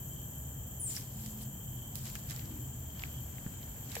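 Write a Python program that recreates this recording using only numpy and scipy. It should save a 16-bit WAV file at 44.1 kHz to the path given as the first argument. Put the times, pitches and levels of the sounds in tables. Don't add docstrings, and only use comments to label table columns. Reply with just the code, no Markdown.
import sys
import numpy as np
from scipy import signal
from scipy.fft import rfft, irfft, next_fast_len
from scipy.io import wavfile
from scipy.ndimage import map_coordinates

SR = 44100
rng = np.random.default_rng(int(sys.argv[2]) if len(sys.argv) > 2 else 0)


def file_out(sig):
    cols = np.atleast_2d(sig).T
    lim = np.clip(cols, -1, 1)
    pcm = np.round(lim * 32767).astype(np.int16)
    wavfile.write(sys.argv[1], SR, pcm)


N = 176400
TOP_HZ = 15830
# frequency in Hz, left-right likeness from 0 to 1.
LOW_ALIKE = [(130, .97), (800, 0.79)]


def scrapes(soil_share=0.38):
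    # peak, rise and fall in seconds, level in dB, treble tilt in dB per octave.
    pushes = [(.91, 0.032, 0.03, -47, 2.5), (0.969, 0.053, 0.061, -46.5, -1), (1.255, 0.12, 0.1, -53, 0),
              (1.422, .025, 0.022, -49, 1), (1.976, 0.026, 0.025, -49.5, 0.5),
              (2.063, 0.039, 0.04, -47.5, -1.5), (2.15, 0.05, 0.12, -55, -1.5),
              (2.311, 0.017, 0.025, -47.5, -5.5), (2.37, 0.016, 0.15, -57, -7),
              (3.04, 0.063, 0.05, -56.5, -7.5), (3.6, 1, 1, -61.5, -8.5), (3.957, 0.056, 0.15, -51, -4.5)]
    # frequency in Hz, relative level in dB.
    leaves = [(200, -4), (1300, -8.5), (2000, -4), (3600, -1), (5000, 1.5), (9000, 2.5), (16000, -1.5)]
    t, out = clock(), np.zeros((2, N))
    litter = grit() + soil_share * rng.standard_normal((2, N))
    for s, rise, fall, db, tilt_db in pushes:
        near = (t > s - 4 * rise) & (t < s + 4 * fall)
        age = t[near] - s
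        push = np.exp(-np.abs(age / np.where(age < 0, rise, fall)) ** 1.25)
        colour = lambda hz: amp(along(leaves, hz) + tilt_db * np.log2(np.maximum(hz / 1500, 1)))
        out[:, near] += amp(db) * push * unit(filtered(litter[:, near], colour))
    return out


def grit(band_cracks_per_s=1200, spread_db=2):
    out = np.zeros((2, N))
    edges = np.linspace(0, np.sqrt(TOP_HZ), 7) ** 2
    for lo, hi in zip(edges[:-1], edges[1:]):
        sizes = amp(spread_db * np.minimum(rng.exponential(size=N), 4))
        cracks = sizes * (rng.random(N) < band_cracks_per_s / SR)
        band = lambda hz: 1 / np.sqrt(1 + ((2 * hz - lo - hi) / (hi - lo)) ** 6)
        out += filtered(cracks * rng.standard_normal((2, N)), band)
    return unit(out)


def crunch(start_s=0.9648, fall_s=0.012, db=-38.5, ring_hz=5340, octaves=0.17):
    age = clock() - start_s
    ring = lambda hz: np.exp(-(np.log2((hz + 1) / ring_hz) / octaves) ** 2 / 2)
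    burst = (age > 0) * np.exp(-np.abs(age) / fall_s)
    return amp(db) * burst * unit(filtered(grit(), ring))


def snaps(decay_s=0.00038, tail_db=-18, tail_s=0.0065):
    # start in seconds, level in dB, band centre in Hz, left over right in dB.
    breaks = [(.951, -40, 5200, -4), (0.9653, -33, 6000, 0), (.9706, -37, 1990, 2), (1.262, -33, 6500, 1),
              (1.956, -26.5, 11200, -9.5), (2.07, -47, 3020, 6), (2.101, -35.5, 8000, -5),
              (2.1547, -31.5, 2200, 3.5), (2.1537, -31.5, 8100, -9), (2.2987, -32, 11000, -7),
              (2.3016, -40.5, 4600, -7), (2.3088, -30.5, 10000, -7), (2.3092, -39, 1800, 1),
              (2.317, -41, 4500, -12), (2.363, -34, 9000, -9), (2.3943, -38.5, 4130, 6),
              (2.456, -44, 5500, 11), (2.995, -37.5, 3180, -3), (3.021, -38.5, 3200, -3),
              (3.383, -40.5, 2400, 0), (3.464, -38, 1480, 2), (3.629, -46, 3820, -11),
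              (3.9183, -34.5, 5000, -8), (3.9538, -25, 8060, -5), (3.955, -31, 2550, -3),
              (3.9668, -30, 2350, 0)]
    # frequency in Hz, gain in dB.
    leaf_ring = [(1000, -14), (1500, 3.5), (2100, 1.5), (3400, -3)]
    out, age = np.zeros((2, N)), np.arange(2048) / SR
    fall = np.exp(-age / decay_s) + amp(tail_db) * np.exp(-age / tail_s)
    for s, db, centre_hz, pan_db in breaks:
        octaves = 0.56 * (centre_hz / 2000) ** 0.89
        band = lambda hz: np.exp(-(np.log2((hz + 1) / centre_hz) / octaves) ** 2)
        colour = lambda hz: amp(along(leaf_ring, hz)) * band(hz)
        attack = 1 - np.exp(-age * centre_hz * 2)
        crack = filtered(rng.standard_normal((2, len(age))), colour) * fall * attack
        crack /= np.sqrt(np.sum(crack ** 2, axis=1, keepdims=True) / (decay_s * SR))
        add(out, s, amp(db) * panned(pan_db) * crack)
    return out


def steps():
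    # start in seconds, level in dB, pitch in Hz, decay in seconds.
    footfalls = [(3.0372, -19.5, 2250, 0.00076), (3.463, -20, 172, 0.0034), (3.9662, -23, 730, 0.001),
                 (3.967, -37.5, 468, 0.01)]
    out, age = np.zeros((2, N)), np.arange(SR // 10) / SR
    for s, db, hz, decay in footfalls:
        attack = 1 - np.exp(-np.pi * hz * age)
        knock = np.sin(2 * np.pi * hz * age) * np.exp(-age / decay) * attack
        add(out, s, amp(db) * panned(0) * knock)
    return out


def belly_drag(scuff_s=2.544, scuff_hz=274.5, scuff_db=-50.5):
    band = [(scuff_hz / 2, -50), (scuff_hz * 0.81, 0), (scuff_hz * 1.16, -2), (scuff_hz * 2, -50)]
    return amp(scuff_db) * panned(0.85) * swell(scuff_s, half=0.11) * rush(band, LOW_ALIKE)


def insects():
    # frequency in Hz, relative level in dB.
    low_trill = [(2550, -29.5), (3000, -10.5), (3105, 2.5), (3200, -2.5), (3700, -26.5)]
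    mid_trill = [(5300, -23.5), (5950, -2.5), (6200, 4), (6750, -22)]
    chorus = [(6200, -50), (6700, -7), (7000, 2.5), (7200, 3), (7950, -1), (8700, -18), (9150, -17),
              (9600, -10.5), (9950, -25), (10400, -33)]
    whine = [(11200, -44), (12100, -15), (12390, -4), (12800, -19), (13900, -32)]
    sizzle = [(12900, -47), (14250, 3), (15000, 0), (15800, -6)]
    # time in seconds, base level in dB.
    whine_level = [(.32, -51), (.43, -54.5), (2.57, -52), (2.7, -56.5), (3.1, -52), (3.55, -56.5),
                   (3.95, -50)]
    # centre and half length in seconds, rise in dB.
    surges = [(.21, .045, 3), (1.8, .03, 4), (2.97, .012, 5), (3.16, .03, 7)]
    whine_db, = curves(whine_level)
    surge_db = sum(db * swell(s, half) for s, half, db in surges)
    return (swarm(low_trill, surge_db - 63, pan_db=-0.5, drift=(1, 24), flutter=(-1.5, 110))
            + swarm(mid_trill, -64.5, pan_db=-2.5, drift=(-0.8, 4.5), flutter=(1, 170))
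            + swarm(chorus, -53, pan_db=1.3, drift=(0.7, 9), flutter=(1, 130))
            + swarm(whine, whine_db + 1, pan_db=2.5, drift=(1, 14), flutter=(0.1, 110))
            + swarm(sizzle, -53, pan_db=2, drift=(0.5, 14), flutter=(2.1, 63)))


def swarm(spectrum, db, pan_db, drift, flutter):
    (drift_db, drift_rate), (flutter_db, flutter_rate) = drift, flutter
    wander = wobble(drift_rate) + np.array([wobble(drift_rate), wobble(drift_rate)]) / 2
    drone = rush(spectrum) * amp(drift_db * wander + flutter_db * wobble(flutter_rate))
    return amp(db) * panned(pan_db) * unit(drone)


def bird(fade_s=0.004, echo_db=2.5, trees_t60_s=0.35):
    # time in seconds, pitch in Hz, level in dB.
    whistle = [(.795, 9980, -42), (.809, 9820, -40.5), (.85, 8520, -38), (.878, 7490, -40.5),
               (.911, 7020, -40), (.919, 7400, -64)]
    hz, db = curves(whistle)
    t = clock()
    fade = np.clip(np.minimum(t - whistle[0][0], whistle[-1][0] - t) / fade_s, 0, 1)
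    call = amp(db) * fade * tone(hz + 25 * wobble(280))
    age = t[:SR // 2]
    trees = rng.standard_normal((2, len(age))) * amp(-60 * age / trees_t60_s)
    echo = signal.fftconvolve(call[None], trees / np.linalg.norm(trees[0]), axes=1)[:, :N]
    return panned(2.3) * (call + amp(echo_db) * echo)


def far_rumble():
    # centre and half length in seconds, pitch in Hz, level in dB.
    hums = [(0.51, 0.21, 75, -49), (2.79, 0.52, 76, -49), (1.87, 1.01, 128, -49.5),
            (1.346, 0.17, 214, -50.5), (2.05, 0.14, 213, -54)]
    # frequency in Hz, relative level in dB.
    spectrum = [(22, -35), (52, -4), (75, -5), (135, 0), (165, -9), (250, -13.5), (350, -23), (700, -31),
                (1500, -64)]
    hum = sum(amp(db) * swell(s, half) * np.sqrt(2) * tone(hz + 1.61 * wobble(9))
              for s, half, hz, db in hums)
    return panned(0.85) * (hum + amp(-45.5) * rush(spectrum, LOW_ALIKE))


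def air(db=-61):
    # frequency in Hz, relative level in dB.
    spectrum = [(150, -22), (400, -2.5), (850, 0.5), (1400, -8.5), (1700, -5.5), (2100, -15), (2600, -13),
                (4000, -22), (16000, -49)]
    # frequency in Hz, left-right likeness from 0 to 1.
    alike = [(200, 0.14), (600, 0.39), (1100, 0.055)]
    return amp(db + 0.18 * wobble(9.3)) * rush(spectrum, alike)


def amp(db):
    return 10 ** (np.asarray(db) / 20)


def unit(x):
    return x / np.sqrt(np.mean(x ** 2) + 1e-20)


def clock():
    return np.arange(N) / SR


def tone(hz):
    return np.sin(2 * np.pi * np.cumsum(hz) / SR)


def along(points, hz):
    f, v = np.transpose(points)
    return np.interp(np.log(hz + 1), np.log(f + 1), v)


def curves(rows):
    s, *cols = np.transpose(rows)
    return [np.interp(clock(), s, c) for c in cols]


def wobble(rate):
    return map_coordinates(rng.standard_normal(2048), [clock() * rate + 2], mode="wrap")


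def swell(s, half):
    return np.exp(-((clock() - s) / half) ** 2 / 2)


def filtered(x, response):
    n = x.shape[-1]
    m = next_fast_len(n + 4096)
    return irfft(rfft(x, m) * response(np.fft.rfftfreq(m, 1 / SR)), m)[..., :n]


def panned(pan_db):
    return amp([[pan_db / 2], [-pan_db / 2]])


def rush(spectrum, alike=((1, 0),)):
    turn = lambda hz: np.arccos(np.clip(along(alike, hz), -1, 1)) / 2
    gains = lambda hz: amp(along(spectrum, hz)) * [np.cos(turn(hz)), np.sin(turn(hz))]
    mid, side = filtered(rng.standard_normal((2, N)), gains)
    return unit(np.array([mid + side, mid - side]))


def add(track, s, sound, right_lead_s=0.0003):
    for channel, start in enumerate((s + right_lead_s / 2, s - right_lead_s / 2)):
        part = track[channel, round(start * SR):][:sound.shape[1]]
        part += sound[channel, :len(part)]


def scene():
    return (insects() + far_rumble() + belly_drag() + air() + bird()
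            + scrapes() + crunch() + snaps() + steps())


def record(dry):
    return filtered(dry, lambda hz: hz < TOP_HZ)


dry = scene()
out = record(dry)
file_out(out)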